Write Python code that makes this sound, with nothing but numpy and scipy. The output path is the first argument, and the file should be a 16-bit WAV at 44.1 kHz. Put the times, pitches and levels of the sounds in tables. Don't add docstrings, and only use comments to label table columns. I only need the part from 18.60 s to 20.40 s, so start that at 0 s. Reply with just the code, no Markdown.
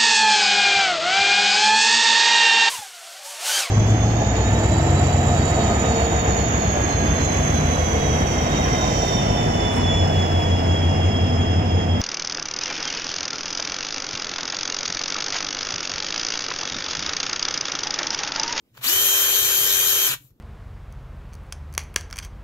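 import sys
import numpy as np
from scipy import signal
from scipy.io import wavfile
from scipy.ndimage import uniform_filter1d

SR = 44100
rng = np.random.default_rng(int(sys.argv[2]) if len(sys.argv) > 2 else 0)


def field_ratio(decibels):
    return 10 ** (np.asarray(decibels, dtype=float) / 20)


def unload_wav(signal):
    wavfile.write(
        sys.argv[1],
        SR,
        np.round(np.clip(np.atleast_2d(signal).T, -1, 1) * 32767).astype(np.int16),
    )


N = 79380
FULL_HZ = 6308
BRAKE_S = 1.472


def evened(x):
    return x / np.sqrt(np.mean(x ** 2) + 1e-20)


def read(points, hz):
    f, value = np.transpose(points)
    return np.interp(np.log(hz + 1), np.log(f + 1), value)


def follow(points, t):
    return np.interp(t, *np.transpose(points))


def drift(rate_hz):
    t = np.arange(0, N + 64, 64)[:, None] / SR
    f = np.geomspace(rate_hz / 8, rate_hz, 12) * rng.uniform(.9, 1.1, 12)
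    wander = evened(np.sin(2 * np.pi * (f * t + rng.random(12))).sum(1))
    return np.interp(np.arange(N), np.arange(len(t)) * 64, wander)


# frequency in Hz, level in dB.
RUSH_COLOUR = [(40, -12), (200, -20), (500, -9.5), (700, -12.5), (1100, -3.5), (5000, -1.5), (9000, -1.5),
               (16000, -2)]
# frequency in Hz, width in Hz, level in dB.
LEFT_PORT = [(1686, 800, 1.5), (2400, 290, 6.5), (2994, 106, 7.5), (3750, 1230, 2.5), (6500, 1000, 3.5),
             (7260, 880, 6), (12650, 1760, 8), (12280, 1600, 5), (15300, 810, -7.5)]
# frequency in Hz, width in Hz, level in dB.
RIGHT_PORT = [(1710, 500, -9), (2220, 930, -0.5), (3480, 2300, 1.5), (4400, 640, -2.5), (6200, 1200, -18),
              (7100, 300, -7), (8640, 180, 12.5), (12000, 1500, -13), (15300, 700, -15)]
# frequency in Hz, width in Hz, depth in dB.
DESK_DIPS = [(2150, 180, -8.5), (2870, 110, 0), (4880, 170, -9), (8680, 320, -11)]


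def colour(hz):
    def bump(f, width):
        return 1 / (1 + (2 * (hz - f) / width) ** 2)

    dips = field_ratio(sum(db * bump(f, width) for f, width, db in DESK_DIPS))
    gains = []
    for port in (LEFT_PORT, RIGHT_PORT):
        rings = sum(field_ratio(2 * db) * bump(f, width) ** 2 for f, width, db in port)
        gains.append(dips * np.sqrt(field_ratio(2 * read(RUSH_COLOUR, hz)) + rings))
    return np.array(gains)


# frequency in Hz, likeness from 0 to 1.
LIKENESS = [(60, 0.87), (400, 0.97), (800, 0.6), (1700, .35), (2500, 0.55), (4000, .4), (6000, 0.25),
            (12000, 0.2), (15200, .35)]


def pair(gains, drive, patchy_db):
    left_lag_s = -0.00016
    hz, _, z = signal.stft(drive, SR, nperseg=512, noverlap=384)
    patches = uniform_filter1d(rng.standard_normal(z.shape[1:]), 6, 0)
    patches = evened(uniform_filter1d(patches, 20, 1))
    same = np.clip(read(LIKENESS, hz), 0, 1)[:, None]
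    left = z[0] * np.exp(-2j * np.pi * hz * left_lag_s)[:, None]
    right = same * z[0] + np.sqrt(1 - same ** 2) * z[1]
    z = np.array([left, right]) * gains(hz)[..., None] * field_ratio(patchy_db * patches)
    return evened(signal.istft(z, SR, nperseg=512, noverlap=384)[1][:, :N])


# frequency in Hz, level in dB per Hz.
HUSH_COLOUR = [(18, -25), (30, -3), (311, -7.5), (780, -25), (3220, -30.5), (7270, -33), (8520, -38.5),
               (12600, -31.5), (16000, -28)]


def hush():
    def gains(hz):
        return field_ratio(read(HUSH_COLOUR, hz))[None] * np.ones((2, 1))

    return field_ratio(-65.5 + 1.4 * drift(14)) * pair(gains, rng.standard_normal((2, N)), patchy_db=2.5)


def room(x):
    t60_s, first_s, density = 0.2, .004, .05
    t = np.arange(SR // 2) / SR
    taps = rng.choice([-1., 1.], (2, len(t))) * (rng.random((2, len(t))) < density)
    taps *= field_ratio(-60 * t / t60_s) * (t > first_s)
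    return signal.fftconvolve(x, taps / np.linalg.norm(taps[0]), axes=1)[:, :N]


# start in seconds, level in dB, frequency in Hz, 60 dB decay in seconds.
DESK_BUMPS = [(0.119, -52, 120, 0.27), (0.183, -42.5, 124, 0.31), (0.198, -55, 263, 0.089),
              (1.491, -34.5, 132, 0.22), (1.553, -30, 127, 0.05), (1.6, -45, 125, .15),
              (1.565, -51, 45, 0.21), (1.6, -55, 293, 0.18), (1.639, -43.5, 128, 0.15),
              (1.705, -39.5, 108, 0.068), (1.71, -49, 50.4, 0.14)]


def desk_bumps(t):
    out = np.zeros(N)
    for start, db, hz, t60 in DESK_BUMPS:
        u = np.maximum(t - start, 0)
        out += field_ratio(db - 60 * u / t60) * np.minimum(u / 0.012, 1) * np.sin(2 * np.pi * hz * u)
    return out


# start in seconds, length in seconds, level in dB, change over the stroke in dB.
RUB_STROKES = [
    (0.119, 0.13, -47, 0),
    (0.199, 0.033, -63, 39),
    (1.54, 0.22, -50, -10.5),
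]
# start in seconds, level in dB, ring frequency in Hz.
PLASTIC_TICKS = [(0.144, -58, 5450), (.151, -51, 7100), (0.173, -38, 4500), (0.177, -35.5, 1500),
                 (0.196, -51, 1510), (0.213, -42.5, 3480), (0.224, -43, 1790), (0.241, -25, 2400),
                 (1.535, -35, 9200), (1.537, -23, 1560), (1.652, -63, 1150), (1.706, -59, 1200)]
# frequency in Hz, level in dB.
TRIGGER_COLOUR = [(60, 4.5), (300, 11), (800, 11), (1600, 5.5), (6000, -4), (9500, -9.5), (13000, -7.5),
                  (16000, 6)]
# frequency in Hz, level in dB.
PENCIL_COLOUR = [(100, 24), (400, 15.5), (1500, -6), (5000, -4), (9500, 1), (16000, 6)]


def handling():
    t = np.arange(N) / SR
    drive, ring = np.zeros(N), np.zeros(N)
    for start, length, db, fall_db in RUB_STROKES:
        u = np.clip((t - start) / length, 0, 1)
        drive += field_ratio(db + fall_db * u) * np.minimum(np.minimum(u, 1 - u) / 0.44, 1) ** 1.9
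    drive *= field_ratio(0.63 * evened(uniform_filter1d(rng.standard_normal(N), 150)))
    for start, db, hz in PLASTIC_TICKS:
        u = np.maximum(t - start, 0)
        drive += (t > start) * field_ratio(db - 60 * u / 0.0086)
        ring += field_ratio(db - 4 - 60 * u / .012) * np.sin(2 * np.pi * hz * u)
    out = ring + desk_bumps(t)
    for force, tint in ((drive * (t < BRAKE_S), TRIGGER_COLOUR), (drive * (t >= BRAKE_S), PENCIL_COLOUR)):
        noise = pair(lambda hz: colour(hz) * field_ratio(read(tint, hz)), force * rng.standard_normal((2, N)), patchy_db=1)
        out = out + np.std(force) * noise
    return out


# time in seconds, second mesh order in Hz.
BLADE_SAG = [(.38, 12592), (.47, 12621), (.535, 12622), (.58, 12597), (.68, 12598), (.74, 12618),
             (.8, 12584), (.89, 12587), (.97, 12615), (1.04, 12610), (1.085, 12580), (1.16, 12617),
             (1.26, 12618), (1.32, 12611), (1.345, 12597), (1.39, 12615), (1.44, 12623)]


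def motor_speed(t):
    start_s, run_up_s, brake_per_s = .244, .0265, 9.2
    run_up = 1 - np.exp(-np.maximum(t - start_s, 0) / run_up_s)
    brake = np.clip(1 - brake_per_s * (t - BRAKE_S), 0, 1)
    return uniform_filter1d(np.minimum(run_up, brake) * follow(BLADE_SAG, t) / (2 * FULL_HZ), size=600)


def blade_rush(turns, speed, braking):
    carrier, rotor, spindle = 96.9 / FULL_HZ, 393 / FULL_HZ, 32.3 / FULL_HZ
    pulses = [(carrier, .11), (2 * carrier, .07), (3 * carrier, -.08), (rotor, .08), (spindle, .05)]
    beat = 1 + sum(depth * np.cos(2 * np.pi * turns * order) for order, depth in pulses)
    grit = field_ratio(0.21 * evened(uniform_filter1d(rng.standard_normal(N), 40)) + 0.35 * drift(8.6))
    rush = field_ratio(-20.5) * pair(colour, rng.standard_normal((2, N)) * beat * grit, patchy_db=1.68)
    dull = uniform_filter1d(rush, size=4, axis=1)
    return dull + (rush - dull) * field_ratio((1 - speed) * np.where(braking, -9, -4))


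def whine(lines, turns, gain_db, waver_db, waver_hz, pan_db, lag_turns):
    out = np.zeros((2, N))
    for hz, db in lines:
        phase = 2 * np.pi * (turns * hz / FULL_HZ + rng.random() + 0.01 * drift(waver_hz))
        for ear in (0, 1):
            level = field_ratio(db + gain_db + waver_db * drift(waver_hz))
            out[ear] += level * np.cos(phase + 2 * np.pi * lag_turns * ear)
    return out * field_ratio([[pan_db / 2], [-pan_db / 2]])


# frequency in Hz, level in dB.
SHAFT_LINES = [(295.5, -60), (360.7, -53), (392.8, -44), (424.9, -53), (785.6, -55)]
# frequency in Hz, level in dB.
RATTLE_LINES = [(457.2, -58), (489.7, -55), (520.5, -57), (589.3, -57), (882, -61), (1571, -52),
                (2363, -53), (2470, -54), (3400, -53), (3741, -52), (4037, -49)]
# frequency in Hz, level in dB.
CHUCK_LINES = [(32.3, -64), (64.6, -59), (96.9, -53), (128, -56)]
# time in seconds, level in dB.
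HAND_PRESS = [(.3, -19), (.36, 3), (.52, -4), (.6, -5.5), (.76, -8), (.81, 3), (1.05, 0.5), (1.35, -0.5),
              (1.42, -8)]


def shaft_hum(t, turns, speed, braking):
    shaft = whine(SHAFT_LINES, turns, 1.8, 0.41, 8.2, -3.0, 0.01) * speed ** np.where(braking, 2.5, 1)
    rattle = whine(RATTLE_LINES, turns, 3.1, 6.0, 14, 0.1, 0.079) * speed ** 10
    chuck = whine(CHUCK_LINES, turns, 1.6, 3.9, 11, -.6, 0) * speed ** 2
    return shaft + rattle + chuck * field_ratio(follow(HAND_PRESS, t))


# frequency in Hz, level in dB.
POLE_LINES = [(3142.5, -33)]
# time in seconds, level in dB.
CASING_PULL = [(.35, 0), (.52, 0.5), (.8, -1), (1.08, -2.5), (1.3, -2), (1.44, 0)]


def pole_whine(t, turns, speed, braking):
    casing = 1 / (1 + ((1 - speed) / np.where(braking, .045, .075)) ** 4)
    return casing * field_ratio(follow(CASING_PULL, t)) * whine(POLE_LINES, turns, 4.8, .6, 40, -13, -.34)


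# frequency in Hz, level in dB.
PLANET_LINES = [(5524, -50), (5721, -47), (5820, -48), (5912, -48), (6011, -46), (6206, -45), (6402, -46),
                (6497, -42), (6596, -48), (6696, -47), (6796, -48), (7280, -47), (7385, -46), (8248, -50)]
# frequency in Hz, level in dB.
PLANET_TWICE_LINES = [(11740, -52), (11838, -48), (11932, -47), (12026, -44), (12124, -43), (12220, -44),
                      (12410, -43), (12512, -39), (12812, -43), (12907, -45), (13089, -47)]
# frequency in Hz, level in dB.
TOOTH_LINES = [(6308, -40)]
# frequency in Hz, level in dB.
TOOTH_TWICE_LINES = [(12616, -33)]


def gear_whine(turns, speed, braking):
    port = 1 / (1 + ((1 - speed) / .035) ** 2)
    planets = speed ** 8 * whine(PLANET_LINES, turns, 7.5, 3.3, 25.2, 4.3, 0.28)
    planets += port * whine(PLANET_TWICE_LINES, turns, 3.3, 1.8, 25, 15.6, 0.25)
    strain_db = 6.5 * np.where(braking, .6, 1) + 2 * drift(90)
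    strain = field_ratio(strain_db * np.minimum(4 * (1 - speed), 1))
    strain *= np.minimum(np.where(braking, 1.65, 2) * speed, 1) ** np.where(braking, 6, 2)
    teeth = strain * whine(TOOTH_LINES, turns, 4.5, 1.8, 30, 8, .3)
    teeth += port * whine(TOOTH_TWICE_LINES, turns, 2.8, 1.6, 35, 17, -.3)
    return planets + teeth


# time in seconds, level in dB.
DRILL_EFFORT = [(.205, -69), (.22, -46), (.241, -23.5), (.286, -19.5), (.36, -21), (.8, -21.5), (1.45, -22),
                (1.498, -21.5), (1.54, -23), (1.556, -35), (1.575, -47)]


def drill():
    t = np.arange(N) / SR
    braking = t > BRAKE_S
    speed = motor_speed(t)
    turns = np.cumsum(speed * FULL_HZ) / SR
    level = field_ratio(np.interp(t, *np.transpose(DRILL_EFFORT), left=-99, right=-99) + 22.5)
    lines = shaft_hum(t, turns, speed, braking) + pole_whine(t, turns, speed, braking)
    lines += gear_whine(turns, speed, braking)
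    return level * (blade_rush(turns, speed, braking) + lines)


def scene():
    near = drill() + handling()
    return near + field_ratio(-16) * room(near) + hush()


def band_limit(x):
    return signal.sosfilt(signal.butter(12, 16790, fs=SR, output="sos"), x)


def record(dry):
    edge = signal.firwin(1023, 15720, window=("kaiser", 9), fs=SR)[None]
    mix = signal.oaconvolve(dry, edge, "same")
    return band_limit(mix)


dry = scene()
out = record(dry)
unload_wav(out)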